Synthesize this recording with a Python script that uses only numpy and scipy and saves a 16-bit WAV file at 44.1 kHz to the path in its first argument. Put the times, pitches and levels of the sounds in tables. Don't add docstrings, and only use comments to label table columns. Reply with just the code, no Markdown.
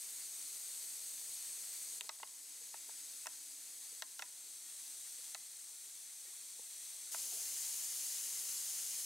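import sys
import numpy as np
from scipy import signal
from scipy.fft import rfft, irfft, next_fast_len
from scipy.io import wavfile
from scipy.ndimage import uniform_filter1d, map_coordinates

SR = 44100
rng = np.random.default_rng(int(sys.argv[2]) if len(sys.argv) > 2 else 0)


def int16_out(signal):
    q = np.round(np.clip(np.atleast_2d(signal).T, -1, 1) * 32767)
    wavfile.write(sys.argv[1], SR, q.astype(np.int16))


def linear_from_db(decibels):
    return 10 ** (np.asarray(decibels, float) / 20)


N = 399105


def unit(x):
    return x / np.sqrt(np.mean(x ** 2) + 1e-20)


def along(points, hz):
    f, v = np.transpose(points)
    return np.interp(np.log(hz + 1), np.log(f + 1), v)


def curve(points):
    s, v = np.transpose(points)
    return np.interp(np.arange(N) / SR, s, v)


def latest(rows):
    rows = np.array(rows)
    index = np.searchsorted(rows[:, 0], np.arange(N) / SR, "right").clip(1) - 1
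    return rows[index].T


def wobble(rate):
    knots = rng.standard_normal(int(N * rate / SR) + 4)
    return map_coordinates(knots, [np.arange(N) * rate / SR])


def filtered(x, response):
    m = next_fast_len(N + SR // 2)
    return irfft(rfft(x, m) * response(np.fft.rfftfreq(m, 1 / SR)), m)[..., :N]


def ping(hz, t60, t):
    return linear_from_db(-60 * t / t60) * np.sin(2 * np.pi * hz * t)


def add(track, s, sound):
    start = round(s * SR)
    track[:, start:start + sound.shape[-1]] += sound


# frequency in Hz, left-right likeness from 0 to 1.
STEREO_LIKENESS = [(60, 0.86), (150, 0.99), (380, 0.73), (950, 0.55), (2380, 0.88), (5980, 0.87),
                   (15000, 0.97)]


def rush(spectra, drive, patchy_db, ripple_db):
    z = signal.stft(rng.standard_normal((2, N)) * drive, nperseg=512)[2]
    patches = uniform_filter1d(rng.standard_normal(z.shape[1:]), 5, 0)
    patches = unit(uniform_filter1d(patches, 10, 1))
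    pair = signal.istft(z * linear_from_db(patchy_db * patches), nperseg=512)[1][:, :N]
    out = []
    for spectrum in spectra:
        knots = rng.standard_normal(SR // 50)

        def mid_side_gain(hz):
            ripple = ripple_db * map_coordinates(knots, [hz / 40])
            angle = np.arccos(np.clip(along(STEREO_LIKENESS, hz), -1, 1)) / 2
            return linear_from_db(along(spectrum, hz) + ripple) * [np.cos(angle), np.sin(angle)]

        mid, side = filtered(pair, mid_side_gain)
        out.append(unit(np.array([mid + side, mid - side])))
    return out


# frequency in Hz, density in dB per Hz.
HUM_SPECTRUM = [(15, -46), (25, -18), (53, -11), (92, -17), (162, -7), (265, -5.5), (296, 0), (341, -5),
                (412, -0.5), (548, -2.5), (632, -0.5), (867, -5), (1100, -6), (1430, -28), (2420, -120)]


def kitchen_hum():
    hum, = rush([HUM_SPECTRUM], linear_from_db(0.58 * wobble(14)), patchy_db=0.7, ripple_db=0.4)
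    return hum


# frequency in Hz, density in dB per Hz.
DRONE_SPECTRUM = [(220, -31), (265, -8), (297, 4), (335, 1), (400, -38)]
# time in seconds, level in dB.
DRONE_FADE = [(0, -89), (2, -88), (3.4, -82), (5, -91), (6, -94), (9.05, -107)]


def drone():
    band, = rush([DRONE_SPECTRUM], linear_from_db(1.3 * wobble(19)), patchy_db=1.5, ripple_db=5.5)
    return linear_from_db(curve(DRONE_FADE)) * band


# frequency in Hz, t60 in seconds.
ROOM_DECAY = [(300, 0.24), (1000, 0.78), (4000, 0.09), (12000, 0.15)]


def kitchen(x):
    hz, t, z = signal.stft(rng.standard_normal((2, SR // 2)), SR, nperseg=256)
    decay = linear_from_db(-60 * t / along(ROOM_DECAY, hz)[:, None])
    tail = signal.istft(z * decay, SR, nperseg=256)[1]
    tail = tail / np.linalg.norm(tail[0])
    late = np.pad(x, ((0, 0), (400, 0)))
    return signal.fftconvolve(late, tail, axes=1)[:, :N]


# start in seconds, peak level in dB, pitch in Hz, t60 in seconds.
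GURGLES = [(2.613, -62, 460, .06), (2.885, -58, 420, 0.036), (3.926, -59.5, 447, 0.04),
           (5.189, -59, 492, 0.033), (6.25, -64, 500, .05), (6.255, -64, 2240, .2), (6.262, -63, 1870, .12),
           (6.28, -65, 360, 0.054), (6.3, -66, 794, .04), (6.27, -66, 1400, .04), (6.33, -63, 1100, 0.044),
           (2.093, -51, 390, 0.023), (2.23, -55, 400, .025), (2.742, -54, 380, 0.027),
           (2.012, -58, 420, .04), (2.045, -59, 446, 0.043), (6.593, -51, 480, 0.033),
           (6.594, -61, 230, 0.028), (6.5935, -48, 860, 0.015), (7.321, -53.5, 720, 0.051),
           (7.333, -57, 420, .1), (7.345, -60, 660, .08), (7.37, -60, 627, .1), (7.393, -57, 720, .05),
           (7.415, -66, 430, .1)]


def thuds():
    out, t = np.zeros((2, N + SR)), np.arange(SR // 5) / SR
    glide = t * (1 + 0.57 * t)
    swell = 1 - np.exp(-t / 0.0017)
    for s, db, hz, t60 in GURGLES:
        tone = ping(hz, t60, glide) + 0.3 * ping(3.9 * hz, t60 / 2, glide)
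        add(out, s, linear_from_db(db) * swell * tone)
    return out[:, :N]


# frequency in Hz, density in dB per Hz.
SIMMER_SPECTRUM = [(410, -49), (700, -17), (871, -14.5), (941, -14), (1670, -10), (2110, -6), (3680, -8.5),
                   (4500, -0.5), (5850, -32), (9900, -120)]


def simmer(sputter):
    boil, = rush([SIMMER_SPECTRUM], linear_from_db(2.5 * sputter), patchy_db=0.9, ripple_db=1.18)
    return boil


# frequency in Hz, density in dB per Hz.
JET_COLOURS = [
    [(1760, -39), (3000, -19), (3590, -14), (3820, -14), (4410, -9), (5420, -10.5), (6700, -2), (7380, -7),
     (8010, 1), (8290, 0.5), (10300, -5.5), (10600, -8.5), (11900, -8), (14900, -16.5), (15500, -17)],
    [(1760, -37), (3000, -17.5), (3240, -14), (3490, -13.5), (4440, -8), (5310, -9), (6750, -0.5),
     (7330, -7), (7800, 1.5), (9070, -0.5), (10800, -7.5), (11700, -8), (12700, -11), (14200, -13.5),
     (15500, -19.5)],
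    [(1760, -52), (3000, -22), (3260, -14), (4200, -10), (4690, -13), (5270, -10), (6260, -2), (6890, -5.5),
     (8290, 1.5), (9780, -3.5), (10400, -10), (11300, -7), (11900, -11.5), (13400, -12.5), (15500, -17.5)],
    [(1760, -42.5), (3000, -13), (3690, -13), (5130, -4), (5760, -7), (6340, -1), (7380, 0.5), (8070, -1.5),
     (8760, 0.5), (9850, -2), (10600, -2.5), (11500, -5.5), (12900, -6.5), (14000, -11.5), (15500, -11.5)],
]
# time in seconds, colour number from 0 to 3.
JET_VIEW = [(0, 0), (1.985, 0), (1.993, 1), (3.9, 1.2), (4.6, 1.9), (7.113, 2), (7.121, 3), (9.05, 3)]
# centre in Hz, width in Hz, level in dB (not
POT_WALLS = [(2680, 150, -13), (5300, 340, -5), (6250, 640, 0), (6450, 250, -1), (7400, 150, -1),
             (8850, 120, 0), (9600, 40, -2), (10500, 96, -2), (12800, 180, -6), (12400, 200, -8),
             (13300, 82, -8), (14800, 78, -12)]


def jet(sputter):
    colours = rush(JET_COLOURS, linear_from_db(sputter + 0.4 * wobble(900)), patchy_db=0.4, ripple_db=1.87)

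    def wall_lift(f):
        return 1 + 0.22 * sum(1 / (1 + (2 * (f - c) / w) ** 2) for c, w, _ in POT_WALLS)

    colours[-1] = unit(filtered(colours[-1], wall_lift))
    view = curve(JET_VIEW)
    return sum(np.clip(1 - np.abs(view - k), 0, 1) * colour for k, colour in enumerate(colours))


# start in seconds, jet, simmer and hum level in dB, hum drift in dB per second.
PLACES = [
    (0, -46, -62.5, -77, 0.5),
    (1.989, -49, -64.5, -78.5, -0.38),
    (7.117, -42, -59.5, -72.5, -1.4),
]
# start in seconds, depth in dB, hold in seconds, recovery in seconds.
GAIN_DIPS = [(0, -1, 0.01, 2.4), (1.989, -1.5, .05, 1), (2.075, -4, 0.12, 0.95), (3.245, -1.5, .8, 1),
             (4.005, -3.5, 0.29, 0.62), (5.33, -2.5, 0.81, .8), (7.117, -0.5, .2, 0.47)]


def levels():
    t = np.arange(N) / SR
    start, depth_db, hold, recovery = latest(GAIN_DIPS)
    gain_db = depth_db * (1 - np.clip((t - start - hold) / recovery, 0, 1))
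    start, jet_db, simmer_db, hum_db, drift = latest(PLACES)
    hum_db = hum_db + drift * (t - start) + 0.76 * gain_db
    rows = np.array([jet_db + gain_db, simmer_db + gain_db, hum_db])
    return uniform_filter1d(rows, round(0.008 * SR), axis=1)


def duck(hits):
    release = np.exp(-np.arange(SR // 10) / SR / 0.0085)
    load = signal.fftconvolve(np.mean(hits ** 2, axis=0), release / release.sum())[:N]
    return 1 / np.sqrt(1 + np.abs(load) / linear_from_db(-46.5) ** 2)


def steam():
    jet_db, simmer_db, hum_db = levels()
    sputter = 0.15 * wobble(14) + 0.23 * wobble(35) + 0.29 * wobble(300)
    hiss = linear_from_db(jet_db) * jet(sputter)
    return hiss + linear_from_db(simmer_db + 1.73) * simmer(sputter) + linear_from_db(hum_db + 1.3) * kitchen_hum()


# start in seconds, level in dB, lower and upper pitch in Hz.
BRIGHT_SNAPS = [(2.0092, -25, 2750, 7040), (2.0093, -27, 3760, 7900), (2.0924, -25.5, 4000, 5800),
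                (2.188, -44, 3700, 4500), (2.2305, -40, 2700, 3970), (2.275, -44, 3800, 4500),
                (3.269, -26, 5600, 7160), (4.022, -26.5, 4130, 5900), (4.1934, -30, 3850, 5700),
                (4.2223, -29, 2590, 5800), (5.347, -26.5, 4140, 6660), (7.1470, -36, 4500, 6700)]


def snaps(out, t):
    onset = 1 - np.exp(-t / 0.00011)
    for s, db, low_hz, high_hz in BRIGHT_SNAPS:
        rattle = linear_from_db(-60 * t / 0.031) * rng.standard_normal((2, len(t)))
        crack = linear_from_db(-60 * t / 0.004) * np.diff(rng.standard_normal(len(t) + 1))
        snap = ping(low_hz, 0.0036, t) - ping(high_hz, 0.0036, t)
        snap = snap + 0.5 * ping(1.3 * high_hz, 0.0048, t) + 0.22 * crack
        snap = snap * onset
        reflected = signal.fftconvolve(rattle, snap[None, :SR // 500], axes=1)[:, :len(t)]
        add(out, s, linear_from_db(db - 2.5) * (snap + 0.048 * reflected))


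# start in seconds, level in dB, pitch in Hz.
SLIPS = [(2.0110, -46, 1010), (2.0093, -49, 2900), (2.043, -52, 900), (2.0923, -29.5, 1350),
         (2.199, -50, 910), (2.2306, -33, 1070), (2.7412, -37.5, 1000), (2.892, -45, 900),
         (3.2568, -36.5, 940), (3.269, -31.5, 1640), (4.0218, -31.5, 1650), (4.1938, -34.5, 1620),
         (4.2227, -32, 1900), (5.3476, -33.5, 2000), (7.1450, -33.5, 1220)]
# delay in seconds, level in dB.
KNOCK_PATHS = [(0, -1), (.0021, -2), (.0043, -6), (.0068, -13), (.0098, -16)]
# pitch in Hz, level against the knock in dB, t60 in seconds.
POT_RING = [(660, -12.5, 0.043), (750, -7.5, 0.024), (900, -23.5, 0.1), (1082, -18.5, 0.11),
            (1240, -14, 0.062), (1400, -16, 0.034), (1950, -4, 0.019), (2680, -8, 0.023), (3690, -18, 0.03)]
# pitch scatter as a share, time scatter in seconds, level scatter in dB.
ARRIVAL_SCATTER = (.1, .0001, 2.4)


def knocks(out, t):
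    pitch_scatter, time_scatter, level_scatter = ARRIVAL_SCATTER
    for s, db, hz in SLIPS:
        for delay, path_db in KNOCK_PATHS:
            a, b, c, d = rng.standard_normal(4)
            cycles = hz * (1 + pitch_scatter * d) * t
            wave = np.sin(2 * np.pi * cycles) + 0.5 * np.sin(2 * np.pi * 1.98 * cycles)
            knock = wave * 3.04 * cycles * np.exp(-1.9 * cycles)
            luck_db = level_scatter * (a + np.array([[b], [-b]]) / 4)
            add(out, s + delay + time_scatter * c, linear_from_db(db + path_db + luck_db) * knock)
        for mode_hz, mode_db, t60 in POT_RING:
            a, b, c = rng.standard_normal(3)
            ring = ping(mode_hz * (1 + pitch_scatter * c / 2), t60, t)
            luck_db = level_scatter * np.array([[a], [b]])
            add(out, s + 0.00187, linear_from_db(db + mode_db - 7 + luck_db) * ring)


# centre in Hz, width in Hz.
MODE_VALLEYS = [(530, 160), (1170, 160), (2330, 150)]
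# centre in Hz, width in Hz, level in dB.
SIDE_BANDS = [(1760, 1200, -7.5), (2970, 630, -2)]


def pops():
    out, t = np.zeros((2, N + SR)), np.arange(SR // 8) / SR
    snaps(out, t)
    knocks(out, t)
    body = signal.butter(4, (590, 15000), "bandpass", fs=SR, output="sos")
    out = signal.sosfilt(body, out[:, :N])
    for hz, width in MODE_VALLEYS:
        notched = signal.lfilter(*signal.iirnotch(hz, hz / width, SR), out)
        out = out + 0.8 * (notched - out)

    def apart(f):
        bands = sum(linear_from_db(db) * 1j * f * w / (c * c - f * f + 1j * f * w) for c, w, db in SIDE_BANDS)
        return np.exp(2j * np.pi * f * 0.00013) * bands

    return out + filtered(out.mean(0), apart) * [[1], [-1]]


def scene():
    hits = pops() + thuds()
    return hits + linear_from_db(-22) * kitchen(hits) + duck(hits) * steam() + drone()


def low_pass(x):
    return signal.sosfilt(signal.butter(12, 16470, fs=SR, output="sos"), x)


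# frequency in Hz, left minus right in dB.
PORT_TILT = [(60, 0.5), (150, 0.5), (380, 0.5), (950, 0), (2380, 2), (5980, 2.0), (15000, 0.5)]


def record(dry):
    def ports(hz):
        tilt_db = along(PORT_TILT, hz) / 2 * np.array([[1], [-1]])
        return linear_from_db(tilt_db) * (hz < 15790)

    return low_pass(filtered(dry, ports))


dry = scene()
out = record(dry)
int16_out(out)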